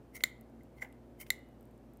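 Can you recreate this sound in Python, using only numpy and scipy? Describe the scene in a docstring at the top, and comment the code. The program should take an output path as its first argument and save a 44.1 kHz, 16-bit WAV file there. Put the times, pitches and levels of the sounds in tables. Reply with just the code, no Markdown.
"""In a small, humming room, a pen's ink-converter plunger is worked over a bottle on a desk.
The rod scrapes along its tube in stick-slip grains and snaps against its stop, ringing the barrel's modes.
Pushed down, it lands softly with a dull tap and a small squelch of ink, shaped from noise.
Tiny bubbles tick as very high decaying pings; faint low bumps of handling are damped sines.
Diffuse echoes follow the pen, over hum that wanders in pitch and a low rush of air."""
import sys
import numpy as np
from scipy import signal
from scipy.fft import rfft, irfft
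from scipy.io import wavfile
from scipy.ndimage import uniform_filter1d

SR = 44100
rng = np.random.default_rng(int(sys.argv[2]) if len(sys.argv) > 2 else 0)


def inscribe(sig):
    """Save sig as 16-bit PCM at rate SR to the path in sys.argv[1].

    A 1-D sig is mono; a 2-D sig holds one channel per row.
    Samples are clipped to [-1, 1] before scaling.
    """
    pcm = np.round(np.clip(np.atleast_2d(sig).T, -1, 1) * 32767)
    wavfile.write(sys.argv[1], SR, pcm.astype(np.int16))


N = 88200

# resonant modes of the plastic barrel:
# free f/Hz, level/dB relative to the blow, t60/s, build-up/s, f/Hz at full grip
BARREL_MODES = [(1512, -34, 0.016, 0.00056, 1513), (2073, -4, 0.014, 0.0027, 2041),
                (3257, -37.5, 0.017, .0005, 2700), (5640, -31.5, 0.013, 0.00023, 6000),
                (7103, -28, 0.025, 0.0011, 7256), (8540, -36.5, 0.0087, 0.00015, 6900),
                (9010, -33, .013, 0.00028, 9080), (10400, -36.5, 0.018, 0.00017, 10450),
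                (11600, -33.5, 0.0092, 0.00013, 11370), (12880, -36, .01, 0.00041, 12290),
                (14100, -30.5, 0.015, .0008, 13930), (14815, -21.5, 0.0092, .001, 14650)]


def undb(db):
    """Level to amplitude ratio: 20 dB is a factor of ten."""
    return 10 ** (np.asarray(db) / 20)


def unit(x):
    """Normalise the root-mean-square amplitude to 1."""
    return x / np.sqrt(np.mean(x ** 2) + 1e-20)


def since(start):
    """Elapsed time in seconds from an onset, zero before it."""
    return np.maximum(np.arange(N) / SR - start, 0)


def decay(t, t60):
    """Exponential damping: the level falls 60 dB in t60."""
    return np.exp(-np.log(1000) * t / t60)


def burst(t, rise, t60):
    """Energy builds up smoothly, then is lost to exponential damping."""
    return (1 - np.exp(-(t / rise) ** 2)) * decay(t, t60)


def colour(x, points):
    """Spectral shaping: weight by (f/Hz, level/dB) points on a log-frequency axis, at rms 1."""
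    hz, db = np.array(points).T
    f = np.maximum(np.fft.rfftfreq(N, 1 / SR), 1)
    gain = undb(np.interp(np.log(f), np.log(hz), db))
    return unit(irfft(rfft(x) * gain, N))


def noise(points):
    """Gaussian noise with a shaped spectrum, at rms 1."""
    return colour(rng.standard_normal(N), points)


def convolve(x, response):
    """Linear superposition: every input sample starts its own copy of the response."""
    return signal.fftconvolve(x, response)[:N]


def walk(rate):
    """Slow random drift: random steps at a given rate in Hz, smoothed, at rms 1."""
    step = int(SR / rate)
    held = np.repeat(rng.standard_normal(200), step)[:N]
    return unit(uniform_filter1d(held, step))


def strike(modes, start, grip=0, dull_hz=SR):
    """Modal superposition: one blow rings damped modes; softness spares the high ones, grip retunes."""
    t, out = since(start), np.zeros(N)
    live = (t > 0) & (t < 0.1)
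    for k, (free_hz, db, t60, rise, gripped_hz) in enumerate(modes):
        hz = free_hz + (gripped_hz - free_hz) * grip
        softness = np.hypot(1, (hz / dull_hz) ** 2)
        gain = (-1) ** k * undb(db) / softness  # neighbours swing in opposite phase
        out[live] += gain * burst(t[live], rise, t60) * np.sin(2 * np.pi * hz * t[live])
    return out


def snaps():
    """Hard impact: broadband crack, short ring of barrel and stop, trailing hiss, thin spring after-ring."""
    # plunger against its stop: t/s, level/dB, grip of the fingers (0-1), spring after-ring level/dB
    snap_events = [(.2375, 1.5, 0.2, -91), (1.3035, -0.5, 0.96, -72.5)]
    # end-stop modes, rung only by a hard snap: columns as for the barrel
    stop_modes = [(720, -33.5, 0.0083, 0.0008, 820), (3650, -14, 0.0077, .0007, 3680),
                  (4090, -20.5, .008, 0.00035, 4100), (6450, -28.5, 0.0039, 0.00015, 7600)]
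    # spectrum of the crack: f/Hz, level/dB
    crack_spectrum = [(60, -35), (150, -13), (260, 0.5), (800, -8.5), (1200, -5), (2000, -5), (2750, -12),
                      (3500, -2.5), (4400, 0), (5200, -8), (6500, 2), (10000, -3.5), (15500, -2),
                      (16500, -7)]
    # spectrum of the trailing hiss: f/Hz, level/dB
    trail_spectrum = [(500, -13), (1600, -2.5), (2300, 6.5), (2800, -8), (3800, 2), (5000, -1.5),
                      (6500, 0.5), (10000, -2.5), (14500, -2), (15700, -3), (16300, -20.5)]
    spring_hz, spring_t60_s = 2930, 1.1
    out = 0
    for start, db, grip, spring_db in snap_events:
        t = since(start)
        crack = undb(-22.5) * noise(crack_spectrum) * burst(t, rise=0.000067, t60=0.0094)
        trail = undb(-49.5) * noise(trail_spectrum) * burst(t, rise=0.0014, t60=0.14)
        ring = strike(BARREL_MODES, start, grip) + strike(stop_modes, start, grip)
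        spring = undb(spring_db) * decay(t, spring_t60_s) * np.sin(2 * np.pi * spring_hz * t)
        out = out + undb(db) * (ring + crack + trail) + spring
    return out


def knocks():
    """Cushioned impact: a long contact taps dully and excites mostly the barrel's lowest modes."""
    # soft contacts of the plunger: t/s, ring level/dB, f/Hz above which it is dull, tap level/dB
    contacts = [(.2062, -22.5, 4970, -47.5), (.6075, -39.5, 2500, -79), (.7835, -38, 2500, -61),
                (.7960, -32.5, 3000, -75), (.8186, -16.5, 2970, -55), (.8212, -7, 2260, -58),
                (.8255, -18.5, 2000, -65), (.8460, -22.5, 1805, -58), (.9250, -49, 3000, -63.5),
                (1.265, -42, 5040, -51.5)]
    # spectrum of the tap: f/Hz, level/dB
    tap_spectrum = [(500, -7), (1500, -6.5), (2900, 0), (3400, -6), (4200, -9), (5800, -13.5),
                    (8000, -23.5), (16000, -32)]
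    tap_noise, out = noise(tap_spectrum), 0
    for start, db, dull_hz, tap_db in contacts:
        ring = undb(db) * strike(BARREL_MODES, start, dull_hz=dull_hz)
        tap = undb(tap_db) * tap_noise * burst(since(start), rise=0.0006, t60=0.022)
        out = out + ring + tap
    return out


def scrapes():
    """Stick-slip friction: dense random grains hiss, ring the barrel and wake a faint squeak."""
    # slides of the rod: peak t/s, swell/s, fade/s, hiss level/dB, barrel ring level/dB,
    # squeak level/dB, squeak f/Hz
    slides = [(.1555, 0.0067, .006, -51, -48.5, -62, 5730), (0.166, 0.0028, 0.0097, -50, -44, -59, 6520),
              (.222, .02, 0.025, -66.5, -65, -83, 3370), (.780, 0.02, 0.036, -74.5, -72, -86, 4370),
              (.822, 0.006, 0.011, -55.5, -47, -58, 7460), (1.2018, 0.00094, 0.0074, -56, -60, -71.5, 2280),
              (1.2136, 0.0072, 0.009, -46, -51.5, -57, 3100),
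              (1.229, 0.0039, .005, -64, -57.5, -52.5, 2250), (1.267, 0.0029, 0.018, -63, -66, -69.5, 3034)]
    # spectrum of the hiss: f/Hz, level/dB
    hiss_spectrum = [(500, -2), (1500, -12), (2200, -1), (4000, -8), (5800, -2), (7500, -4), (10000, 2),
                     (12000, -2.5), (14000, 3.5), (15500, 3), (16500, -36)]
    grains_per_s, squeak_t60_s = 3000, 0.038
    t, out = since(0), 0
    grains = unit(rng.standard_normal(N) * (rng.random(N) < grains_per_s / SR))
    hiss = colour(grains, hiss_spectrum)
    ring = unit(convolve(grains, strike(BARREL_MODES, 0, dull_hz=3500)))
    for peak, swell, fade, hiss_db, ring_db, squeak_db, squeak_hz in slides:
        resonance = decay(t, squeak_t60_s) * np.sin(2 * np.pi * squeak_hz * t)
        squeak = unit(convolve(grains, resonance))
        envelope = np.exp(-np.maximum((peak - t) / swell, (t - peak) / fade))
        out = out + envelope * (undb(hiss_db) * hiss + undb(ring_db) * ring + undb(squeak_db) * squeak)
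    return out


def ink():
    """Forced flow: ink squeezed through the feed gives short wet squelches of shaped noise."""
    # squelches: t/s, level/dB, t60/s
    squelches = [(0.824, -39.5, 0.048), (0.842, -49.5, 0.11)]
    # spectrum of the squelch: f/Hz, level/dB
    ink_spectrum = [(250, -20), (500, 0), (800, 8.5), (1050, -2.5), (1250, -19), (1510, 0), (1700, 3),
                    (2800, -9.5), (4000, -25.5)]
    out = 0
    for start, db, t60 in squelches:
        out = out + undb(db) * noise(ink_spectrum) * burst(since(start), rise=0.0015, t60=t60)
    return out


def bubbles():
    """Damped free oscillation: each tiny bubble bursts with a very high ping and a splash."""
    # bursting bubbles: t/s, level/dB, pitch f/Hz
    ticks = [(0.411, -51.5, 11800), (0.498, -69, 13160), (.6343, -59, 12000), (.8895, -71, 13100),
             (0.9257, -58.5, 10400), (1.3900, -61, 13700), (1.488, -67, 12100), (1.6092, -58.5, 12080),
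             (1.6280, -65.5, 12400), (1.6550, -64.5, 13500), (1.6733, -69.5, 13600), (1.711, -63.5, 13000),
             (1.778, -66.5, 13700), (1.9360, -60, 11760), (1.972, -56.5, 11850)]
    # spectrum of the splash: f/Hz, level/dB
    splash_spectrum = [(2000, -42), (4500, -37), (6500, -12), (8000, 8), (11000, 2), (14000, 8),
                       (16000, -9)]
    t60_s = 0.0063
    splash, out = undb(-1) * noise(splash_spectrum), np.zeros(N)
    for start, db, hz in ticks:
        t = since(start)
        live = (t > 0) & (t < 2 * t60_s)
        ping = np.sin(2 * np.pi * hz * t[live])
        out[live] += undb(db) * decay(t[live], t60_s) * (ping + splash[live])
    return out


def bumps():
    """Low-frequency damped oscillation: faint dull thuds of handling."""
    # thuds: t/s, level/dB, pitch f/Hz
    thuds = [(.075, -54, 171.7), (1.536, -42, 206)]
    out = 0
    for start, db, hz in thuds:
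        t = since(start)
        out = out + undb(db) * burst(t, rise=0.004, t60=0.049) * np.sin(2 * np.pi * hz * t)
    return out


def room(x):
    """Diffuse reverberation: a random echo tail whose bands decay separately, the treble fastest."""
    # reverberation bands: f/Hz, t60/s, level/dB relative to the other bands
    bands = [(300, 0.44, -2.5), (2000, 0.35, 1), (4240, 0.39, -7), (7160, 0.27, -4), (15000, 0.18, -8)]
    first_echo_s, room_db = 0.0077, -24
    t, f = since(first_echo_s), np.fft.rfftfreq(N, 1 / SR)
    hz, t60, db = np.array(bands).T
    echoes, tail = rfft(rng.standard_normal(N)), 0
    for share, life, gain in zip(np.eye(len(hz)), t60, undb(db)):
        band = irfft(echoes * np.interp(f, hz, share), N)  # overlapping triangular bands
        tail = tail + gain * band * decay(t, life) * (t > 0)
    return convolve(x, undb(room_db) * tail / np.linalg.norm(tail))


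def background():
    """Frequency modulation: hum of mains and fan drifts in pitch, over air noise strongest in the bass."""
    # hum partials: f/Hz, rms level/dB, rms wander/Hz
    hum = [(57.7, -63, 1.7), (119.3, -65, 2), (229.6, -65, 6.3), (347.8, -68.5, 6)]
    # spectrum of the room air: f/Hz, level/dB per Hz
    air_spectrum = [(20, -39), (40, -12), (80, 1), (100, -10), (135, 4.5), (175, -4), (250, 6), (320, -1.5),
                    (550, -3.5), (750, -8.5), (1100, -17.5), (2000, -25), (4000, -34.5), (8000, -38.5),
                    (15300, -39), (16300, -88)]
    out = undb(-58) * noise(air_spectrum)
    for hz, db, wander in hum:
        drifting_hz = hz + wander * walk(rate=14)
        phase = 2 * np.pi * (np.cumsum(drifting_hz) / SR + rng.random())
        out = out + undb(db) * unit(np.sin(phase))
    return out


def scene():
    """Superposition: direct sound of the pen, its reverberation and the background."""
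    pen = snaps() + knocks() + scrapes() + ink() + bubbles() + bumps()
    return (pen + room(pen) + background())[None]


def record(dry):
    """Band limitation: a steep elliptic low-pass removes the extreme treble."""
    top_hz = 16400
    low_pass = signal.ellip(8, 0.2, 70, top_hz, fs=SR, output="sos")  # order, ripple dB, stopband dB
    return signal.sosfilt(low_pass, dry)


dry = scene()
out = record(dry)
inscribe(out)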